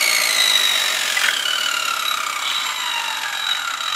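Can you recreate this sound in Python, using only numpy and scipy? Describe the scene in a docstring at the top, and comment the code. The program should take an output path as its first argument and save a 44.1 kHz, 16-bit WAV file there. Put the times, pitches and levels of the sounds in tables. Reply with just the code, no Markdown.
"""Circular saw coasting down

A handheld circular saw coasts with the power off in a small workshop, slowing but still turning at the end.
Worn gears give a falling whine of tooth-rate harmonics and rattle in tone bursts, 27 to 59 a second.
Tooth noise and burst force make the steel blade ring; shaped noise gives fan rush and scraping.
The loose guard's knocks and ticks are short noise blows through resonances."""
import sys
import numpy as np
from scipy import signal
from scipy.fft import rfft, irfft, next_fast_len
from scipy.io import wavfile
from scipy.ndimage import uniform_filter1d

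SR = 44100
rng = np.random.default_rng(int(sys.argv[2]) if len(sys.argv) > 2 else 0)


def int16_out(signal):
    """Quantize to a 16-bit WAV file."""
    q = np.round(np.clip(np.atleast_2d(signal).T, -1, 1) * 32767)
    wavfile.write(sys.argv[1], SR, q.astype(np.int16))


N = 174195
T = np.arange(N) / SR  # s

# Workshop background noise [f/Hz, relative density level/dB]
FLOOR = [(20, -39), (30, -27), (45, -3), (70, -2), (130, -0.5), (280, 4), (450, -15), (900, 6),
         (3000, -12.5), (15000, -44)]
# Workshop hum [f/Hz, level/dB]
HUM = [(100, -68.5), (285, -61)]
# Knocks of the guard [t/s, level/dB, contact decay/s, f/Hz, width/Hz]
KNOCKS = [(1.167, -26, 0.0014, 2000, 70), (1.214, -29, 0.0087, 1480, 400), (1.235, -29, 0.0078, 2260, 1640),
          (1.241, -29.5, 0.0019, 1420, 160), (1.245, -26, 0.0054, 1920, 800), (1.265, -32, .005, 1450, 400),
          (1.2856, -23, 0.0023, 1570, 380), (1.299, -36, 0.0029, 1570, 350),
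          (1.33, -31.5, 0.0052, 1580, 220), (2.516, -35.5, 0.00066, 2050, 1500),
          (3.042, -43, 0.0018, 2500, 2170), (3.327, -40, 0.00065, 2500, 2200),
          (3.353, -50, 0.0012, 2230, 2200), (3.494, -41, 0.0025, 1820, 1500),
          (3.549, -36, 0.0011, 1700, 1200), (3.569, -38, 0.00079, 2300, 2200),
          (3.773, -43, 0.0032, 1460, 300), (3.882, -38, 0.0037, 1400, 500)]
# What the guard rings with [f/Hz, width/Hz, relative level/dB]
GUARD_MODES = [(1420, 45, -6), (1400, 50, -3), (1743, 33, 17), (1970, 91, 12), (2360, 90, -9),
               (3370, 90, -8)]
# Colour of the fan and blade air [f/Hz, relative density level/dB]
AIR = [(20, -59), (60, -34), (110, -19), (190, -7.5), (270, -5.5), (380, -2), (490, -4.5), (620, 8.5),
       (760, -4), (1300, 9.5), (1600, 1), (2300, 5.5), (4500, -1.5), (8000, -4), (12000, -8), (15500, -16)]
# Light scraping as the blade brushes the guard [t/s, level/dB]
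SCRAPE_LEVEL = [(0, -51), (2.38, -30), (2.48, -32), (2.63, -28.5), (2.72, -33), (3.0, -33), (3.5, -33),
                (3.62, -31), (3.95, -39)]
# Colour of that scraping [f/Hz, relative density level/dB]
SCRAPE = [(20, -53), (450, -37), (900, -1), (1300, 19.5), (2400, -1.5), (3200, 4), (4200, 0), (5200, -29),
          (7400, -2), (9500, -10.5), (15000, -24)]
# The harder rub [t/s, level/dB]
RUB_LEVEL = [(0, -66), (2.36, -75), (2.46, -25), (2.53, -31), (2.58, -37), (2.63, -27), (2.7, -65),
             (3.0, -58), (3.95, -68.5)]
# Steel that the rub rings [f/Hz, width/Hz, relative level/dB]
RUB_MODES = [(3048, 110, 0), (3260, 190, 1), (3480, 130, -.5)]
# Noise of the tooth impacts [f/Hz, relative density level/dB]
IMPACTS = [(20, -76), (150, -56), (480, -19), (620, -4.5), (800, 0), (1100, -12.5), (1350, -1), (1800, -2),
           (2200, 4.5), (2600, 5), (3100, 2.5), (5000, -2.5), (7200, -3), (9500, -14), (12000, -25),
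           (15500, -23.5)]
# Treble of the fast tooth impacts [f/Hz, relative density level/dB]
SIZZLE = [(20, -64), (7000, -58), (10300, 4), (11400, 12), (12700, -4), (13800, -1), (15200, -8),
          (16000, -18)]
# Blade and housing modes [f/Hz, width/Hz, relative level/dB]
MODES = [(615, 50, -8), (912, 30, -9), (1400, 35, -1), (1650, 40, -6), (2283, 35, -1), (2388, 20, -5),
         (2793, 35, -1), (3048, 45, -3), (3305, 25, -8), (6003, 50, -13), (6910, 60, -12), (7180, 160, -7),
         (11250, 200, -8), (11350, 30, -9), (13700, 250, -15)]
# The blade's strongest ring [f/Hz, width/Hz, relative level/dB]
BLADE_MODES = [(3822, 40, 0), (3896, 50, 1)]
# Swell and fade of that strongest ring [t/s, level/dB]
BLADE_LEVEL = [(0, -31), (.28, -36), (.43, -17), (.56, -17), (.7, -19.5), (.8, -23), (.95, -29.5),
               (1.04, -29.5), (1.16, -35), (1.3, -36), (1.5, -39.5), (1.62, -37), (1.9, -31), (2.0, -36),
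               (2.08, -20.5), (2.25, -40.5), (2.42, -34.5), (2.57, -24), (2.7, -36), (2.81, -28.5),
               (2.87, -27.5), (2.95, -26), (3.03, -34), (3.09, -28), (3.24, -32), (3.33, -30.5),
               (3.52, -22), (3.68, -36), (3.88, -25.5), (3.95, -28.5)]
# The blade's thin high ring [t/s, level/dB]
HIGH_RING_LEVEL = [(0, -61), (2.3, -84), (2.42, -37), (2.85, -33), (3.1, -48), (3.68, -42), (3.95, -58)]
# The blade's topmost ring [t/s, level/dB]
TOP_RING_LEVEL = [(0, -34.5), (.22, -35), (.34, -41), (1.2, -69), (1.4, -76), (2.1, -35), (2.3, -57),
                  (2.7, -44), (3.2, -47.5), (3.5, -47), (3.95, -65)]
# Other blade notes that swell briefly [peak t/s, half length to 1/e t/s, f/Hz, level/dB]
SWELLS = [(0.552, .12, 6050, -31), (0.757, 0.36, 2093, -28.5), (1.017, 0.051, 6980, -35),
          (1.318, 0.047, 3334, -23), (1.54, 0.21, 4470, -35), (2.38, 0.29, 2284, -30.5),
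          (2.985, 0.15, 2793, -29), (1.95, 0.31, 1380, -29.5), (3.3, 0.21, 1654, -32.5)]
# Bright chirp that each burst draws from the blade [f/Hz, width/Hz, relative level/dB]
CHIRP_MODES = [(7120, 380, 0), (11280, 300, -6)]
# Level of that chirp [t/s, level/dB]
CHIRP_LEVEL = [(0, -43), (1.35, -37.5), (1.5, -36.5), (1.8, -30), (2.05, -47), (2.3, -35.5), (2.5, -47),
               (3.6, -38), (3.8, -34), (3.95, -48)]
# How the casing radiates the gear tones [f/Hz, relative gain level/dB]
CASING = [(500, -27.5), (750, -16.5), (900, 2), (1080, -6), (1350, 4.5), (1700, -4), (2150, -1.5),
          (2550, -8.5), (2820, 3), (3100, 5.5), (3500, -12), (3900, 0.5), (4500, -5.5), (5000, -7),
          (6300, -6.5), (7150, -4), (7600, -4.5), (8300, -0.5), (9500, -11), (15000, -58)]
# Steady part of the whine [multiple of the mesh rate, relative level/dB]
STEADY_ORDERS = [(1, -3), (2, -4), (3, -16)]
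# Level of the steady whine [t/s, level/dB]
STEADY_LEVEL = [(0, -32), (.9, -45), (1.2, -34), (1.35, -44), (1.7, -42), (1.9, -37), (2.35, -38),
                (2.55, -35), (2.95, -33.5), (3.3, -32.5), (3.6, -35), (3.95, -34)]
# Rattle rate of the gears [t/s, bursts per second/Hz]
CHATTER = [(0.0, 58.81), (0.45, 52.8), (0.9, 46.34), (1.29, 42.74), (1.34, 33.62), (1.45, 33.7),
           (1.5, 40.87), (1.7, 36.93), (2.0, 34.46), (2.14, 33.66), (2.22, 31.31), (2.43, 32.15),
           (2.5, 58.39), (3.15, 45.41), (3.47, 42.35), (3.54, 51.01), (3.61, 39.31), (3.77, 26.9),
           (3.88, 47.33), (3.95, 42.68)]
# Force of the bursts [t/s, relative level/dB]
BURST_LEVEL = [(0, 4.5), (.2, 5.5), (.48, 3), (.6, 0.5), (1.0, 1.5), (1.3, 0), (1.45, -0.5), (1.75, -1),
               (2.1, 1), (2.4, 2), (2.48, -3.5), (2.75, -7.5), (3.05, -2.5), (3.3, -3.5), (3.6, -4.5),
               (3.8, -2.5), (3.95, -0.5)]
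# Gear contact between the bursts, on the same force scale [t/s, relative level/dB]
RUNNING = [(0, -21), (.6, -3), (1.05, -3), (1.25, 0.5), (1.36, -10), (2.0, -9.5), (2.4, -24), (2.5, -7.5),
           (2.85, -10), (3.1, -9.5), (3.55, -11), (3.7, -11), (3.95, -11)]
# Tone of a burst [multiple of its rate, relative level/dB at full speed, relative level/dB at half speed]
ORDERS = [(1, 11, 7.5), (2, 11.5, 8), (3, 8.5, 4), (4, 5.5, 1.5), (5, 1.5, 0), (6, -23, 0), (7, -20, -5.5)]
# How many times more uneven the bursts are while the blade rubs [t/s, factor]
UNEVEN = [(0, 1), (2.42, 1), (2.5, 4), (2.75, 4), (2.9, 2), (3.1, 4), (3.5, 3), (3.6, 1), (3.95, 1)]

FLOOR_DB = -51.5
ROOM_DB, ROOM_T60_S, ROOM_TREBLE_T60_S = -7.5, 0.18, 0.06  # level is relative to the dry saw
KNOCK_CRACK, GUARD_RING = 0.39, 0.41  # mix gains beside the pitched knock
GUARD_LOW_HZ = 1100
AIR_DB, AIR_SPEED_POWER = -25, 1.6  # level at full speed
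SCRAPE_GRAIN_DB, SCRAPE_GRAIN_HZ = 4, 220
SCRAPE_LUMP_DB, SCRAPE_LUMP_HZ = 2, 25
SIZZLE_DB, SIZZLE_SPEED_POWER = -34.5, 3  # level at full speed
IMPACT_DB, TOOTH_SHARPNESS, TOOTH_SPREAD_DB = -30, 0.5, 1.5  # sharpness is decay per tooth

HIGH_RING_HZ, HIGH_RING_WIDTH_HZ = 7332, 26
TOP_RING_HZ, TOP_RING_WIDTH_HZ = 11349, 40
SWELL_WIDTH_HZ, THROB_S, SING_WAVER = 69, 0.0042, 0.33
BLADE_PULSE, HIGH_PULSE, SWELL_PULSE = 0.86, 0.65, 0.95  # share of level that follows the bursts
BLADE_FLUTTER_DB, HIGH_FLUTTER_DB, FLUTTER_HZ = 1.3, 2.5, 16
MODES_DB, SWEPT_DB = -40, -45.5

MESH_START_HZ, DRAG_S, FRICTION_HZ_PER_S = 2250, 6.9, 218.8
PINION_TEETH, PINION_UNEVEN = 7, 1
STEADY_WANDER = 0.37  # rad for the first harmonic
WHINE_DB, WHINE_WANDER, WANDER_HZ = -26, 0.65, 110  # bursts' tone level, phase wander in rad, its rate

CHATTER_START = 0.4  # cycles
BURST_RISE_S, BURST_FALL_S, BURST_RING_S = 0.0023, 0.0055, 0.007
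BURST_SPREAD_DB, BURST_JITTER_S = 0.9, 0.0005  # while UNEVEN is 1
BURST_DETUNE = 0.019  # fraction of the mesh rate
# At high speed the teeth bounce harder, which blurs the harmonics
FAST_BLUR, BLUR_ENDS = 0.8, 0.7  # depth, and slowing (1 is half speed) at which it is gone
EDGE_HZ = 15650


def amp(db):
    """Decibels to a linear gain."""
    return 10 ** (np.asarray(db) / 20)


def unit(x):
    """Scale to an rms of one."""
    return x / np.sqrt(np.mean(x ** 2) + 1e-20)


def curve(points):
    """Straight-line automation through the points."""
    return np.interp(T, *np.transpose(points))


def colour(x, points):
    """Causal minimum-phase filter with the given spectral shape."""
    size = next_fast_len(N + 8192)
    hz, db = np.transpose(points)
    bins = abs(np.fft.fftfreq(size, 1 / SR))
    log_gain = np.log(amp(np.interp(np.log(bins + 1), np.log(hz), db)))
    response = np.exp(np.conj(signal.hilbert(log_gain)))
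    return np.fft.ifft(np.fft.fft(x, size) * response).real[:N]


def wander(hz):
    """Smooth random drift, mostly below the given rate."""
    spectrum = rfft(rng.standard_normal(N))
    return unit(irfft(spectrum / (1 + (np.fft.rfftfreq(N, 1 / SR) / hz) ** 4), N))


def high_pass(x, order, hz):
    """Butterworth cut of the low end."""
    return signal.sosfilt(signal.butter(order, hz, "high", fs=SR, output="sos"), x)


def ring(x, modes):
    """Sum of damped resonances, each with its own share of the energy."""
    out = 0
    for hz, width, db in modes:
        pole = np.exp((-np.pi * width + 2j * np.pi * hz) / SR)
        even_energy = np.sqrt(1 - abs(pole) ** 2)
        out = out + amp(db) * even_energy * signal.lfilter([1], [1, -pole], x).real
    return out


def sung(x, modes):
    """Pure ringing of the given modes, with its level evened out."""
    tone = 0
    for hz, width, db in modes:
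        mode = [(hz, width, 0)]
        tone = tone + amp(db) * unit(ring(ring(x, mode), mode))
    local_power = abs(uniform_filter1d(tone ** 2, size=700))
    return tone / np.sqrt(local_power + SING_WAVER * np.mean(tone ** 2))


def background():
    """Faint room noise, and hum tones whose phase drifts slowly."""
    out = amp(FLOOR_DB) * unit(colour(rng.standard_normal(N), FLOOR))
    for hz, db in HUM:
        out = out + amp(db) * unit(np.sin(2 * np.pi * hz * T + 0.5 * wander(4.1)))
    return out


def workshop(x):
    """Dense reflections of a small cluttered room; the treble dies first."""
    t = T[:SR // 2]
    taps = rng.standard_normal(len(t)) * (rng.random(len(t)) < 3000 / SR) * (t > 0.003)
    low = signal.sosfilt(signal.butter(2, 3500, fs=SR, output="sos"), taps)
    high = high_pass(taps, 1, 3500)
    tail = low * amp(-60 * t / ROOM_T60_S) - 1.85 * high * amp(-60 * t / ROOM_TREBLE_T60_S)
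    return amp(ROOM_DB) * x.std() * unit(signal.fftconvolve(x, tail)[:N])


def guard():
    """The loose guard knocks and ticks; each blow has the pitch of the spot that it strikes."""
    out, t = np.zeros(N), T[:4096]
    noises = rng.standard_normal((len(KNOCKS), len(t)))
    for (s, db, contact, hz, width), noise in zip(KNOCKS, noises):
        blow = ring(noise * np.exp(-t / contact), [(hz, width, 0)])
        knock = unit(ring(blow, [(hz, 2 * width, 0)]))
        knock = knock + KNOCK_CRACK * unit(blow) + GUARD_RING * unit(ring(blow, GUARD_MODES))
        part = out[int(s * SR):][:len(t)]
        part += amp(db) * unit(high_pass(knock, 4, GUARD_LOW_HZ))[:len(part)]
    return out


def mesh_rate():
    """Teeth per second, slowed by air drag and steady friction."""
    brake = FRICTION_HZ_PER_S * DRAG_S
    return (MESH_START_HZ + brake) * np.exp(-T / DRAG_S) - brake


def air(mesh):
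    """The rush of fan and blade weakens as the speed falls."""
    speed = mesh / MESH_START_HZ
    return amp(AIR_DB) * speed ** AIR_SPEED_POWER * unit(colour(rng.standard_normal(N), AIR))


def scrape():
    """Grainy metallic rubbing in uneven lumps, and a harder rub that makes the steel rasp."""
    grain_db = SCRAPE_GRAIN_DB * wander(SCRAPE_GRAIN_HZ)
    lump_db = SCRAPE_LUMP_DB * wander(SCRAPE_LUMP_HZ)
    grains = rng.standard_normal(N) * amp(grain_db + lump_db)
    rasp = amp(curve(RUB_LEVEL)) * unit(ring(ring(grains, RUB_MODES), RUB_MODES))
    return amp(curve(SCRAPE_LEVEL)) * unit(colour(grains, SCRAPE)) + rasp


def tooth_impacts(mesh, force):
    """A short puff of noise for every tooth, each of its own strength."""
    teeth = np.cumsum(mesh) / SR
    strength = amp(TOOTH_SPREAD_DB * rng.standard_normal(N))[teeth.astype(int)]
    puff = np.exp(-TOOTH_SHARPNESS * (teeth % 1))
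    return unit(force * strength * puff * rng.standard_normal(N))


def sizzle(impacts, mesh):
    """At high speed the teeth strike harder and add top treble."""
    speed = mesh / MESH_START_HZ
    return amp(SIZZLE_DB) * speed ** SIZZLE_SPEED_POWER * unit(colour(impacts, SIZZLE))


def blade(impacts, force):
    """The steel disc sings in narrow modes that swell and fade, throbbing with the gear bursts."""
    push = signal.lfilter([1], [1, -np.exp(-1 / (SR * THROB_S))], force)
    push = push / np.sqrt(abs(uniform_filter1d(push ** 2, size=6000)) + 1e-12)
    drive = rng.standard_normal(N)

    throb = 1 - BLADE_PULSE + BLADE_PULSE * push
    flutter = amp(BLADE_FLUTTER_DB * wander(FLUTTER_HZ))
    out = sung(drive, BLADE_MODES) * amp(curve(BLADE_LEVEL)) * throb * flutter

    high_throb = 1 - HIGH_PULSE + HIGH_PULSE * push
    high_motion = high_throb * amp(HIGH_FLUTTER_DB * wander(FLUTTER_HZ))
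    high_ring = sung(drive, [(HIGH_RING_HZ, HIGH_RING_WIDTH_HZ, 0)])
    top_ring = sung(drive, [(TOP_RING_HZ, TOP_RING_WIDTH_HZ, 0)])
    out = out + high_ring * amp(curve(HIGH_RING_LEVEL)) * high_motion
    out = out + top_ring * amp(curve(TOP_RING_LEVEL)) * high_motion

    for s, length, hz, db in SWELLS:
        swell = amp(db) * np.exp(-((T - s) / length) ** 2)
        swell = swell * (1 - SWELL_PULSE + SWELL_PULSE * push)
        out = out + swell * sung(drive, [(hz, SWELL_WIDTH_HZ, 0)])
    return out + amp(MODES_DB) * unit(ring(impacts, MODES))


def chirps(force):
    """Each burst's force excites bright blade modes with noise."""
    hiss = force * rng.standard_normal(N)
    return amp(curve(CHIRP_LEVEL)) * unit(ring(ring(hiss, CHIRP_MODES), CHIRP_MODES))


def whine(mesh):
    """Steady harmonics of the tooth rate; the pinion's unequal teeth split them into side tones."""
    teeth = np.cumsum(mesh) / SR
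    tone = 0
    for k, db in STEADY_ORDERS:
        uneven = 0
        for j in range(1, PINION_TEETH):
            uneven = uneven + np.cos(2 * np.pi * (j * teeth / PINION_TEETH + rng.random())) / j
        phase = 2 * np.pi * k * teeth + STEADY_WANDER * np.sqrt(k) * wander(WANDER_HZ)
        tone = tone + amp(db) * (1 + PINION_UNEVEN * unit(uneven)) * np.cos(phase)
    return amp(curve(STEADY_LEVEL)) * unit(colour(tone, CASING))


def bursts(mesh):
    """As the backlash closes, teeth bounce for milliseconds, a little off the mesh rate: force and tone."""
    cycles = np.cumsum(curve(CHATTER)) / SR + CHATTER_START
    times = T[1:][np.diff(np.floor(cycles)) > 0]
    force, tone = np.zeros((2, N))
    shakes = [WHINE_WANDER * wander(WANDER_HZ) for _ in ORDERS]
    draws = rng.standard_normal((len(times), 3 + len(ORDERS)))
    for s, (strength, late, detune, *phases) in zip(times, draws):
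        near = slice(max(int((s - 0.02) * SR), 0), int((s + 0.04) * SR))
        uneven = np.interp(s, *np.transpose(UNEVEN))
        age = T[near] - s - late * uneven * BURST_JITTER_S
        after = np.maximum(age, 0)
        size = amp(BURST_SPREAD_DB * np.sqrt(uneven) * strength)
        rise = size * np.exp(-(np.minimum(age, 0) / BURST_RISE_S) ** 2 / 2)
        force[near] += rise * np.exp(-(after / BURST_FALL_S) ** 1.08)

        hz = mesh[int(s * SR)] * (1 + BURST_DETUNE * detune)
        slowed = np.clip(2 * (1 - hz / MESH_START_HZ), 0, 1)  # 0 at full speed, 1 at half
        fast = max(1 - slowed / BLUR_ENDS, 0)
        for (k, fast_db, slow_db), phase, shake in zip(ORDERS, phases, shakes):
            fall = np.exp(-(after * k ** 0.3 / BURST_RING_S) ** 1.3)  # upper harmonics die sooner
            level = amp(fast_db + (slow_db - fast_db) * slowed)
            blur = (1 + FAST_BLUR * np.sqrt(k) * fast) * shake[near]
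            tone[near] += rise * fall * level * np.cos(2 * np.pi * (k * hz * age + phase) + blur)
    level = amp(curve(BURST_LEVEL))
    return force * level, tone * level


def scene():
    """Gears, steel and air in the room."""
    mesh = mesh_rate()
    force, burst_tone = bursts(mesh)
    impacts = tooth_impacts(mesh, force + amp(curve(RUNNING)))
    tones = whine(mesh) + amp(WHINE_DB) * unit(colour(burst_tone, CASING))
    swept = amp(SWEPT_DB) * unit(ring(tones, MODES))  # modes answer as the whine slides past them
    steel = high_pass(blade(impacts, force) + swept + chirps(force) + guard(), 2, 350)
    impact_noise = amp(IMPACT_DB) * unit(colour(impacts, IMPACTS))
    saw = tones + impact_noise + sizzle(impacts, mesh) + steel + scrape() + air(mesh)
    return (saw + workshop(saw) + background())[None]


def record(dry):
    """A steep linear-phase low-pass limits the band."""
    low_pass = signal.firwin(511, EDGE_HZ, window=("kaiser", 9), fs=SR)
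    return signal.oaconvolve(dry, low_pass[None], "same")


dry = scene()
out = record(dry)
int16_out(out)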